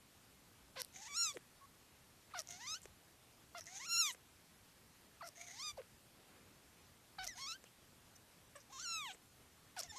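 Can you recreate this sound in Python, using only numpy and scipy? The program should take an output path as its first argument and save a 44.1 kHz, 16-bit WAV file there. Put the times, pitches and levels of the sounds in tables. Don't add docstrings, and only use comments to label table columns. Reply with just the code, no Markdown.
import sys
import numpy as np
from scipy import signal
from scipy.io import wavfile
from scipy.ndimage import uniform_filter1d

SR = 44100
rng = np.random.default_rng(int(sys.argv[2]) if len(sys.argv) > 2 else 0)


def output_pcm(signal):
    pcm = np.clip(np.atleast_2d(signal).T, -1, 1) * 32767
    wavfile.write(sys.argv[1], SR, np.round(pcm).astype(np.int16))


def how_loud(loudness_db):
    steps = np.asarray(loudness_db, float) / 20
    return 10 ** steps


N = 440118


def evened(x):
    return x / np.sqrt(np.mean(x ** 2) + 1e-20)


def read(points, hz):
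    f, value = np.transpose(points)
    return np.interp(np.log(hz + 1), np.log(f + 1), value)


def add(mix, s, sound):
    part = mix[round(s * SR):][:len(sound)]
    part += sound[:len(part)]


def wander(n, span):
    return evened(uniform_filter1d(uniform_filter1d(rng.standard_normal(n), int(span)), int(span)))


def noise(points, patchy_db, swell_db):
    frames, hz = N // 256 + 5, np.fft.rfftfreq(1024, 1 / SR)
    real, imaginary, patches = rng.standard_normal((frames, 513, 3)).T
    patches = uniform_filter1d(patches, size=14, axis=0)
    patches = evened(uniform_filter1d(patches, size=12, axis=1))
    level_db = read(points, hz)[:, None] + patchy_db * patches + swell_db * wander(frames, 6.6)
    z = (real + 1j * imaginary) * how_loud(level_db)
    return evened(signal.istft(z, nperseg=1024, noverlap=768)[1][:N])


def floor_hiss():
    # (frequency [Hz], density [dB per Hz])
    hiss_spectrum = [(15, -49), (28, -23), (79, -2.5), (230, -7.5), (500, -13.5), (877, -14.5),
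                     (13400, -23), (14900, -30.5)]
    return how_loud(-65 - 1.11) * noise(hiss_spectrum, 1.0, 0.2357)


def cloth_rustle():
    # (time [s], level [dB])
    stirring = [
        (6.0, -79),
        (6.3, -63),
        (6.5, -64.5),
        (6.9, -75),
    ]
    stir_db = np.interp(np.arange(N) / SR, *np.transpose(stirring))
    cloth_spectrum = [(60, -20), (250, -.1), (900, -8), (3000, -16), (6000, -30)]  # (Hz, dB)
    return how_loud(stir_db - 6) * noise(cloth_spectrum, 2.1, 2.2)


def ring(x, hz, width):
    r = np.exp(-np.pi * width / SR)
    pole = r * np.exp(2j * np.pi * min(hz, .45 * SR) / SR)
    return 2 * signal.lfilter([(1 - r) ** 2], [1, -2 * pole, pole ** 2], x).real


def glide_ring(x, hz, width):
    turn = np.exp(2j * np.pi * np.cumsum(hz) / SR)
    r = np.exp(-np.pi * width / SR)
    return 2 * (turn * signal.lfilter([(1 - r) ** 2], [1, -2 * r, r ** 2], x / turn)).real


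def bump(s, length, db, hz):
    u = np.linspace(0, 1, round(length * SR))
    wobble = evened(ring(rng.standard_normal(SR // 2), hz, 50))[:len(u)]
    return s, how_loud(db) * wobble * np.sin(np.pi * u)


def hand_shifts(mix):
    # (time [s], length [s], level [dB], ring [Hz])
    shifts = [
        (.6, 0.11, -72, 70),
        (1.98, .1, -73, 55),
        (2.8, .15, -68, 60.2),
        (5.702, 0.068, -66, 60),
        (7.179, 0.16, -65, 49.7),
        (9.373, .15, -73, 65),
        (9.852, 0.1, -65, 85),
        (1.358, 0.014, -44, 414),
    ]
    for row in shifts:
        add(mix, *bump(*row))


def overtones(points, hz, turns, tilt_db, effort_db, notch, pharynx_db, shimmer_db, sheen_db):
    pharynx_hz, pharynx_width_hz = 2100, 850
    k = np.arange(2, 26)[:, None]
    shimmer_db = shimmer_db * np.array([wander(len(turns), 170) for _ in k])
    f = k * hz
    notch_hz, width, notch_db = notch
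    db = read(points, f) + tilt_db * f / 1000 + effort_db * np.clip(f / 1000 - 7.5, 0, 4)
    db += notch_db * np.exp(-((f - notch_hz) / width) ** 2)
    db += pharynx_db * np.exp(-((f - pharynx_hz) / pharynx_width_hz) ** 2)
    db += np.interp(f, [7000, 8300, 10000], [0, *sheen_db])
    weight = how_loud(db) * (f < 13200)
    weight = weight / np.sqrt((weight ** 2).sum(0) / 2 + 1e-9)
    partials = np.cos(2 * np.pi * k * turns - 0.101 * k ** 2)
    return (weight * how_loud(shimmer_db) * partials).sum(0)


def rasp(turns, hz, size, tilt_db, throat_db, tongue_hz, middle_db):
    # (frequency [Hz], width [Hz], level [dB])
    rasp_modes = [(2144, 300, 2.5), (3814, 2000, 7.5), (5200, 580, -4), (6450, 1220, 14.5),
                  (8000, 2950, -2.5), (11100, 8400, -18.5)]
    loose = np.maximum.accumulate(turns + 0.2 * wander(len(turns), 40))
    chance = np.clip(rng.standard_normal(len(turns)), -3, 1.4)
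    slaps = np.diff(np.floor(loose), prepend=0) * how_loud(10.0 * chance)
    slaps *= how_loud(3 * np.cos(np.pi * np.floor(loose)))
    air = (0.51 + np.exp(-(loose % 1) / 1.0)) * rng.standard_normal(len(turns))
    drive = 0.54 * evened(slaps) + 0.63 * evened(air)
    gape_db = 9 * np.clip(hz / 400 - 2, 0, 1)
    total = np.zeros(len(turns))
    for i, (f, width, db) in enumerate(rasp_modes):
        lift_db = tilt_db * f / 1000 + throat_db * (f < 2800)
        lift_db = lift_db + middle_db * (2800 < f < 4500) + gape_db * (f > 7600)
        rung = ring(drive, f * size, width) if i else glide_ring(drive, tongue_hz * size, width)
        total += how_loud(db + lift_db) * rung
    return evened(total)


def syllable(rows, shut, tilt_db, rasp_tilt_db, rasp_throat_db, notch, pharynx_db, sheen=(0, 0, 0)):
    # (frequency [Hz], level [dB])
    throat = [(1500, 7.5), (2800, 8), (3700, 10), (4400, -12), (5800, -17), (8000, -5.5), (9500, -26),
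              (12000, -12)]
    mouth = [(3000, -15), (3900, -3), (5600, 1), (6900, -1.5), (8200, -18.5), (9700, -27.5), (11300, -22.5),
             (13000, -39)]
    # (time [s], frequency [Hz])
    tongue = [(.95, 2100), (1.05, 2010), (2.5, 2140), (2.6, 2050), (3.66, 2020), (3.8, 2130), (5.37, 2000),
              (5.44, 2350), (5.5, 2000), (5.57, 2180), (7.2, 2140)]
    steady_db, patchy_db = 1.4, 3.2
    pharynx_opens_db = -46.5
    s, *columns = np.transpose(rows)
    t = np.arange(s[0], s[-1], 1 / SR)
    hz, hum_db, throat_db, mouth_db, rasp_db = (np.interp(t, s, c) for c in columns)
    paired = not shut and hz.max() < 800
    turns = np.cumsum(hz * (1 + .0035 * wander(len(t), 180))) / SR
    loudest_db = np.maximum(mouth_db, throat_db)
    uneven = .085 * np.minimum(hz / 1400, 1) ** 1.5 * np.minimum(how_loud(rasp_db - loudest_db), 1)
    shaken = turns + uneven * wander(len(t), 44)
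    effort_db = .14 * np.minimum(mouth_db + 36, 0)
    pharynx_db = pharynx_db * np.clip((pharynx_opens_db - np.maximum.accumulate(loudest_db)) / 5, 0, 1)
    notch = np.linspace(*notch[:2], len(t)), *notch[2:]
    colour = notch, pharynx_db, patchy_db if shut else steady_db, sheen[:2]
    rings = rasp_tilt_db, rasp_throat_db, np.interp(t, *np.transpose(tongue)), sheen[2]
    voice = how_loud(hum_db) * np.sqrt(2) * np.cos(2 * np.pi * turns * (2 if paired else 1))
    voice += how_loud(throat_db) * overtones(throat, hz, shaken, 0.5 * tilt_db, 0, *colour)
    voice += how_loud(mouth_db) * overtones(mouth, hz, shaken, tilt_db, effort_db, *colour)
    grit = rasp(turns, hz, .87 if shut else 1, *rings)
    if shut:
        parting = np.pi / 2 * np.linspace(0, 1, len(t)) ** 0.71
        grit = np.sin(parting) * grit + np.cos(parting) * rasp(turns, hz, 0.71, *rings)
    voice += how_loud(rasp_db) * grit
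    edges = np.clip(np.minimum(t - s[0], s[-1] - t) / (.002 if shut else .008), 0, 1)
    return s[0], voice * edges


def chirrup(start, length, db, swell_db, unsteady, first_hz, drop_s, held_hz, last_hz, accent_db,
            throat_db, mouth_db, tilt_db, wet_db, wet_s, shut_hz, parted_hz, parting_db, pharynx_db):
    squeak_hz, sag_power, drop_width_s = 1000, 3.6, 0.0025
    undershoot, undershoot_s = .025, .008
    attack_s, attack_db, soft_s_per_db = .003, -16, .001
    release_s, release_db = 0.025, -4.5
    high_overtones_db, fading_overtones_db = -18, -5
    wet_db_per_s, wet_floor_db, wet_tilt_db = -800, -27, 4
    wet_rise_share = 0.7
    u = np.linspace(0, 1, 40)
    t = u * length
    high = 1 / (1 + np.exp((t - drop_s) / drop_width_s))
    sag = u ** (1 if held_hz > squeak_hz else sag_power)
    hz = held_hz + (first_hz - held_hz) * high + (last_hz - held_hz) * sag
    hz = hz * (1 + unsteady * wander(len(u), 4))
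    too_far = np.exp(-((t - drop_s) / undershoot_s - 1) ** 2)
    hz = hz * (1 - undershoot * (held_hz < squeak_hz) * too_far)
    attack = np.clip(1.5 - t / (attack_s + soft_s_per_db * max(swell_db, 0)), 0, 1)
    release = np.clip(1 - (length - t) / release_s, 0, 1)
    level_db = db + swell_db * u + attack_db * attack + release_db * release
    over_db = level_db + high_overtones_db * high * np.clip(first_hz / held_hz - 1, 0, 1)
    over_db = over_db + fading_overtones_db * u ** sag_power
    away_s = np.maximum(t - wet_s, wet_rise_share * (wet_s - t))
    rasp_db = wet_db + np.maximum(wet_db_per_s * away_s, wet_floor_db)
    rows = [start + t, hz, level_db + accent_db * high, over_db + throat_db, over_db + mouth_db, rasp_db]
    parting = (shut_hz, parted_hz, 470, parting_db)
    return syllable(np.transpose(rows), True, tilt_db, wet_tilt_db, -5.0, parting, pharynx_db)


def chirrups(mix):
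    # (time [s], length [s], hum [dB], swell over the length [dB], unsteadiness of pitch [0-1])
    calls = [(0.754, 0.068, -56.5, 1, 0.06), (1.335, 0.034, -58, 6, 0.04), (1.599, 0.059, -65.5, 7, 0),
             (2.335, 0.08, -51.5, -4, 0.03), (3.544, 0.056, -55.5, 2, 0.02),
             (5.206, 0.091, -51.5, -11, 0.06), (5.769, 0.043, -49, 2, 0.07),
             (7.183, 0.08, -51.5, -5.5, 0.02), (7.263, 0.019, -59, 0.5, 0),
             (7.28, 0.073, -51.5, -14.5, 0.01), (8.551, 0.053, -55.5, -16, 0.05),
             (9.762, 0.053, -51, -4, 0.02), (9.817, 0.063, -61, -8, 0.03), (9.877, 0.041, -67.5, 13, 0.01)]
    # (first [Hz], drop after the start [s], held [Hz], last [Hz], accent before the drop [dB])
    glides = [(820, 0.0089, 520, 470, -3), (616, 0.0081, 540, 390, -8), (1085, 0.01062, 1095, 1110, -6),
              (1336, 0.0095, 715, 560, 6), (800, 0.0015, 700, 610, 0), (1144, .016, 670, 585, 2.5),
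              (930, 0.011, 560, 480, -4), (980, .002, 768, 660, 11), (653, 0.004, 635, 660, 5),
              (2140, 0.0034, 2125, 1590, 4), (680, 0.0051, 580, 480, -2), (1014, 0.0067, 735, 460, -1),
              (540, 0.012, 700, 650, -12), (1850, 0.01231, 1870, 1770, 16)]
    # (throat against hum [dB], mouth against hum [dB], brightness [dB per kHz],
    # wet rasp [dB], its moment after the start [s])
    colours = [(1, -3, -5, -46, 0.053), (-15, -26, -1, -60, 0.00454), (-33, -37, -1, -99, .02),
               (-6.5, -2, -8.5, -43.5, 0.064), (-4.5, -7, -7, -51, 0.049), (-5, -13, -22, -52, 0.067),
               (-14.5, -27, -10, -64, 0.011), (-4, -0.5, -6.5, -50.5, 0.063), (4, 11.5, 3, -51, 0.014),
               (-28, 1.5, 0, -61.5, 0.01011), (-0.5, -22, -14, -68, 0.03), (-2.5, -18, -10.5, -42, 0.041),
               (-2.5, 4, 2, -55.5, 0.016), (-8, 8, 1.5, -75, .03)]
    # (first [Hz], last [Hz], lift [dB], pharynx lift [dB])
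    partings = [(4100, 4400, 6, 2), (4300, 5000, 0, 2), (4300, 5000, 0, 0), (4000, 7000, 7, -0.5),
                (4200, 6700, 5, 0), (4300, 5300, 3, 2), (4300, 5000, 0, 2), (4200, 6500, 10, 0.5),
                (5500, 5700, 14, 11), (6100, 5300, 7, 0), (5600, 5700, 2, 1), (4300, 5500, 1, -7),
                (5800, 5800, 4, 9), (5400, 5400, -5, 0)]
    for row, glide, colour, parting in zip(calls, glides, colours, partings):
        add(mix, *chirrup(*row, *glide, *colour, *parting))


def fizz(s, length, db, hz, width):
    u = np.linspace(0, 1, round(length * SR))
    grains = rng.standard_normal(2000) * how_loud(2.2 * wander(2000, 30))
    burst = evened(ring(grains, hz, width))[:len(u)]
    return s, how_loud(db) * burst * np.sin(np.pi * u[:2000] ** .7)


def mouth_fizzes(mix):
    # (time [s], length [s], level [dB], ring [Hz], width [Hz])
    fizzes_and_puffs = [(0.925, 0.0052, -64, 6200, 900), (.958, .011, -53, 6400, 900),
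                        (0.957, 0.014, -56.5, 2100, 400), (1.342, 0.026, -61.5, 8000, 2400),
                        (3.602, 0.034, -57.5, 5600, 500), (3.606, 0.022, -63, 1940, 540),
                        (3.662, 0.039, -58.5, 1970, 250), (4.116, 0.029, -54, 8800, 4900),
                        (8.555, 0.021, -61, 8200, 1500), (8.557, 0.01762, -63, 5700, 640),
                        (8.6, 0.026, -63.5, 5700, 1200), (9.125, 0.034, -62.5, 7800, 1500),
                        (5.216, .03, -64, 4500, 500), (0.762, 0.055, -56.5, 4300, 600),
                        (7.653, 0.034, -66.5, 2800, 930),
                        (2.827, 0.025, -59.5, 7600, 2600),
        (3.547, .008, -51, 1120, 520),
        (7.183, 0.0079, -52, 1240, 740),
        (2.3, 0.038, -65, 1700, 2100),
        (1.021, .013, -63, 1800, 200),
        (5.236, .029, -64, 5500, 620),
        (9.101, .024, -54, 3040, 840),
        (0.823, .019, -60, 5400, 1300),
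    ]
    for row in fizzes_and_puffs:
        add(mix, *fizz(*row))


def smack(s, db, hz, sizzle_db):
    tick = np.zeros(600)
    tick[:40] = rng.standard_normal(40) * how_loud(np.linspace(-34, -16, 40))
    tick[40] = 1
    body = ring(tick, hz, 1500)
    sizzle = ring(tick, 9200, 1900) + .55 * ring(tick, 12500, 2400)
    return s, how_loud(db) * (body / abs(body).max() + how_loud(sizzle_db) * sizzle / abs(sizzle).max())


def smacks(mix):
    # (time [s], peak [dB], ring [Hz], sizzle against the ring [dB])
    snaps = [(0.817, -30, 5010, 3.5), (0.847, -43.5, 4400, 5.5), (2.391, -28, 5600, -16),
             (2.4176, -44.5, 5300, 4), (2.4725, -41, 6030, -25), (2.4882, -36.5, 6170, -19),
             (2.524, -40.5, 5900, -23), (2.8174, -47.5, 7600, -2), (3.5817, -40, 6330, -9),
             (1.329, -49, 6000, -8), (.807, -42, 5400, -3), (5.698, -47, 4100, -20), (1.38, -54, 11000, 1),
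             (3.6084, -36.5, 5900, -8), (3.6672, -39, 6100, -26), (5.2767, -49, 5870, 6),
             (5.2876, -41.5, 5350, 1), (7.2426, -37, 6250, -5), (7.2504, -40, 5980, -1),
             (7.268, -42, 5600, -12), (7.2716, -39, 5600, -10), (7.275, -28.5, 6087, -16),
             (3.64, -49, 6000, -4), (3.657, -46, 6300, -14), (8.604, -50, 5883, -18),
             (8.1618, -47.5, 6221, -2), (9.7917, -30.5, 7850, -1), (9.8329, -33.5, 6400, -30)]
    for row in snaps:
        add(mix, *smack(*row))


def split(total_db, lean_db):
    return [total_db - 10 * np.log10(1 + 10 ** (way * lean_db / 10)) for way in (-1, 1)]


def lead_in(start, effort_db, hz, rough, surges):
    opening = np.linspace(0.67, 0.82, len(surges))
    first = (start, hz, effort_db - 9.5, opening[0], rough)
    return [first] + [(s, f, db, o, r) for (s, f, db, r), o in zip(surges, opening)]


def tail(last):
    s, hz, effort_db, opening, rough = last
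    return [(s + 0.019, hz, effort_db - 16, opening, 0.86)]


def cry(curve, tilt_db, rasp_tilt_db, rasp_throat_db, hum_lift_db, nasal_db, pharynx_db, sheen):
    opening_db, rough_db = 60, 60
    hum_base_db, hum_follows = -52.5, 0.65
    hum_choke_db, hum_shut_db, hum_flicker_db = -10.5, 8, 8
    hum_late_s, hum_late_db = 0.029, -28
    s, *columns = np.transpose(curve)
    t = np.append(np.arange(s[0], s[-1], 1 / 500), s[-1])
    hz, effort_db, opening, rough = (np.interp(t, s, c) for c in columns)
    rasp_db, clear_db = split(effort_db, rough_db * (rough - .5))
    rasp_db = rasp_db + 1.8 * wander(len(t), 5.7)
    mouth_db, throat_db = split(clear_db, opening_db * (opening - .5))
    hum_db = hum_base_db + hum_lift_db + hum_follows * (effort_db + 39.5) + hum_shut_db * (1 - opening)
    late = np.clip(1 - (t - s[0]) / hum_late_s, 0, 1) ** .5
    hum_db += hum_late_db * max(rough[0] - .5, 0) * 2 * late
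    hum_db += rough * (hum_choke_db + hum_flicker_db * rough * wander(len(t), 3.2))
    nose = (4880, 4880, 270, nasal_db)
    rows = np.transpose([t, hz, hum_db, throat_db, mouth_db, rasp_db])
    return syllable(rows, False, tilt_db, rasp_tilt_db, rasp_throat_db, nose, pharynx_db, sheen)


def mews(mix):
    # (time [s], effort [dB], pitch [Hz], roughness [0-1])
    rasps = [
        (0.93, -52, 748, 0.61),
        (2.475, -57.5, 693, 0.55),
        (3.655, -51, 646.4, 0.54),
        (5.349, -56, 680, 0.74),
        (7.35, -57.5, 715, 0.5),
    ]
    # (time [s], pitch [Hz], effort [dB], roughness [0-1])
    rasp_surges = [
        [(.965, 747, -56.5, .66), (1.012, 800, -56, 0.6), (1.022, 899, -54.5, 0.48), (1.05, 842, -54, 0.53)],
        [(2.51, 699, -51.5, 0.74), (2.55, 717, -55.5, 0.47)],
        [(3.72, 740, -58, 0.54), (3.765, 787, -49, 0.6), (3.792, 852, -57.5, 0.58)],
        [(5.42, 687, -53, .69), (5.46, 718, -59.5, 0.68), (5.495, 680, -55.5, 0.69), (5.545, 800, -59, 0.57)],
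        [(7.359, 728, -59, .56), (7.365, 726, -61, 0.47)],
    ]
    # (time [s], pitch [Hz], effort [dB], mouth opening [0-1], roughness [0-1])
    first_cry = [(1.075, 948.1, -53, 0.57, 0.45), (1.088, 1167, -59, .4, 0.37),
                 (1.138, 1136, -51, 0.54, 0.21), (1.172, 1386, -40, 0.95, 0.1),
                 (1.22, 1380, -35.5, 0.95, 0.02), (1.242, 1361, -37.5, 0.8, 0.1),
                 (1.258, 1302, -39.5, 0.7, 0.06), (1.29, 1200, -44.5, 0.55, 0.26),
                 (1.314, 1122, -52, 0.48, 0.07)]
    second_cry = [(2.585, 753, -58.5, 0.9, 0.63), (2.61, 910, -56, 0.63, 0.4),
                  (2.665, 1060, -53.5, 0.52, 0.32), (2.677, 1194, -47, 1, 0.22),
                  (2.723, 1289, -44.5, 1, 0.19), (2.743, 1283, -45, 0.8, 0.12),
                  (2.747, 1410, -46, 0.73, 0.24), (2.774, 1556, -59, 0.4453, .33)]
    third_cry = [(3.802, 935, -52.5, 0.57, 0.33), (3.822, 1071, -52, 0.59, 0.31),
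                 (3.845, 1108, -52.5, 0.65, 0.36), (3.856, 1268, -51.5, 0.59, 0.34),
                 (3.872, 1443, -52, 0.748, 0.0134), (3.889, 1340, -47, 0.7053, 0),
                 (3.925, 1390, -38, 0.65, 0.13), (3.976, 1346, -37, 0.67, 0.065),
                     (3.979, 1413, -36, 0.67, 0.0585), (4.01, 1376, -32.5, .78, 0.032),
                     (4.04, 1240, -40, .6, 0), (4.065, 1185, -40, .5, 0.28), (4.088, 1088, -43.5, .4, 0.26),
                     (4.109, 955, -46.5, 0.3801, 0.34)]
    fourth_cry = [(5.586, 946, -55, 1, 0.38), (5.599, 1048, -49.5, 0.7, 0.25), (5.62, 1107, -49, .9, 0.2),
                  (5.637, 1247, -49, 0.7725, 0.1), (5.684, 1204, -45, 0.8, 0.17),
                  (5.71, 1170, -52.5, 0.5216, 0.2)]
    fifth_cry = [(7.372, 726, -56.5, 1, .56), (7.385, 980, -53.5, 0.53, 0.55), (7.411, 1079, -51, 1, 0.472),
                 (7.425, 1092, -48.5, 0.84, 0.28), (7.459, 1094, -49.5, 0.99, 0.21),
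                 (7.492, 1315, -47.5, 0.88, 0.22), (7.523, 1333, -47, 0.71, 0.29),
                 (7.547, 1520, -59.5, 0.67, 0.31), (7.559, 1570, -61, 0.12, 0.13)]
    sixth_cry_low = [(8.695, 370.5, -70, 0.44, .4), (8.719, 433.5, -69, .5, 0.45),
                     (8.728, 541, -59, 0.6, 0.41), (8.778, 524.6, -56, 0.61, 0.31),
                     (8.8, 690, -52, 0.79, 0.35), (8.82, 700, -55, 0.97, 0.36)]
    sixth_cry = [(8.793, 1356, -46, 0.59, 0.24), (8.81, 1411, -55.5, 0.876, 0.33),
                 (8.838, 1580, -49, 0.8, 0.3), (8.861, 1391, -46.5, 0.73, 0.02),
                 (8.95, 1322, -44.5, 0.6, 0.04), (8.999, 1240, -49, 0.3177, 0.0893),
                 (9.051, 1076, -49.5, 0.2, 0.16), (9.108, 738, -53.5, 0.3, 0.36),
                 (9.122, 763.8, -56.5, 0.35, 0.45)]
    seventh_cry = [(9.916, 892, -59, 0.84, 0.4476), (9.954, 794, -61.5, 0.722, 0.48),
                   (9.965, 1057, -55.5, 0.845, 0.45), (9.98, 1080, -52.5, .95, 0.3747)]
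    # (brightness [dB per kHz], brightness of the rasp [dB per kHz],
    # how strongly the rasp rings the throat [dB], hum [dB])
    shapes = [(2, 0, 8.5, 0), (-0.5, 2, 14.5, 1), (1.5, 0, 2, -0.7), (-1.5, 1.5, 21, 0.5),
              (-2.5, 2, 11.5, 4), (1.5, 1, -18, 4.5), (0.56, -5, -11, 1.5), (1.5, -1.5, 5, 9)]
    nasal_dips = [-3, -3, -6.5, 1, 2, -16, -10, -8]
    pharynx_lifts = [12, 11.5, 15, 2, 3, -3, 2, 4]
    # (lift near 8 kHz [dB], lift above 10 kHz [dB], lift of the rasp's middle ring [dB])
    sheens = [(4, -4.5, -1.5), (-7, 5, 1), (-2.5, 0.5, -5), (11, 16, 0.5), (4, 6, -3), (-6, -3, -8),
              (3, -2, -6), (0, -3, -4)]
    curves = [first_cry, second_cry, third_cry, fourth_cry, fifth_cry,
              sixth_cry_low, sixth_cry, seventh_cry]
    leads = [lead_in(*row, surges) for row, surges in zip(rasps, rasp_surges)] + [[], [], []]
    for lead, curve, shape, *colour in zip(leads, curves, shapes, nasal_dips, pharynx_lifts, sheens):
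        add(mix, *cry(lead + curve + tail(curve[-1]), *shape, *colour))


def thump(s, db, edge_db):
    push = np.zeros(600)
    push[70] = 1
    push[70:400] += rng.standard_normal(330) * how_loud(np.linspace(-22, -40, 330))
    push = signal.lfilter(*signal.butter(2, 300, "high", fs=SR), push)
    dull = ring(push, 420.0, 370) + 0.36 * ring(push, 1900, 1900)
    edge = ring(push, 6100, 3800)
    return s, how_loud(db) * (dull / abs(dull).max() + how_loud(edge_db) * edge / abs(edge).max())


def lip_closures(mix):
    # (time [s], peak [dB], bright edge against the thump [dB])
    closures = [
        (1.369, -37, -7),
        (2.854, -44, 2),
        (4.146, -48, 1),
        (5.816, -49, -15),
        (7.639, -50.5, 4.5),
        (9.146, -52.5, 1.5),
    ]
    for row in closures:
        add(mix, *thump(*row))


def room(x):
    taps, t = np.zeros(9000), np.arange(9000) / SR
    at = np.arange(120, 8980, 20) + rng.integers(0, 20, 443)
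    taps[at] = rng.choice([-1., 1.], len(at))
    taps *= how_loud(-60 * t / .2)
    return signal.fftconvolve(x, taps / np.linalg.norm(taps))[:N]


def scene():
    near = np.zeros(N)
    hand_shifts(near)
    chirrups(near)
    mouth_fizzes(near)
    smacks(near)
    mews(near)
    lip_closures(near)
    echo = how_loud(-23) * room(near)
    mono = near + echo + cloth_rustle() + floor_hiss()
    return np.array([mono, mono])


def roll_off(x):
    return signal.sosfilt(signal.butter(12, 15080, fs=SR, output="sos"), x)


def record(dry):
    # (from [s], to [s], from [Hz], to [Hz])
    loud_swaps = [
        (1.24, 1.26, 5000, 12000),
        (7.485, 7.505, 5700, 6900),
    ]
    low_pass = signal.firwin(255, 14050, window=("kaiser", 9), fs=SR)
    x = signal.oaconvolve(dry, low_pass[None], "same")
    hz, t, z = signal.stft(x[0], SR, nperseg=1024)
    power = (abs(z) ** 2).sum(0)
    quiet = power < 3 * np.median(power)
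    bands = np.repeat(rng.random((len(t), 14)) < .3, 37, axis=1).T[:513] & (hz[:, None] > 4400)
    swapped = bands * (rng.random(len(t)) < .14) * quiet * 1.
    for start, end, low_hz, high_hz in loud_swaps:
        swapped[np.ix_((hz > low_hz) & (hz < high_hz), (t > start) & (t < end))] = 1
    spread = np.sqrt(uniform_filter1d(abs(z) ** 2, size=13, axis=0) + 1e-20)
    real, imaginary = rng.standard_normal((2, 2, *z.shape))
    change = signal.istft((spread * (real + 1j * imaginary) - z) * swapped, SR, nperseg=1024)[1]
    return roll_off(x + change[:, :N])


dry = scene()
out = record(dry)
output_pcm(out)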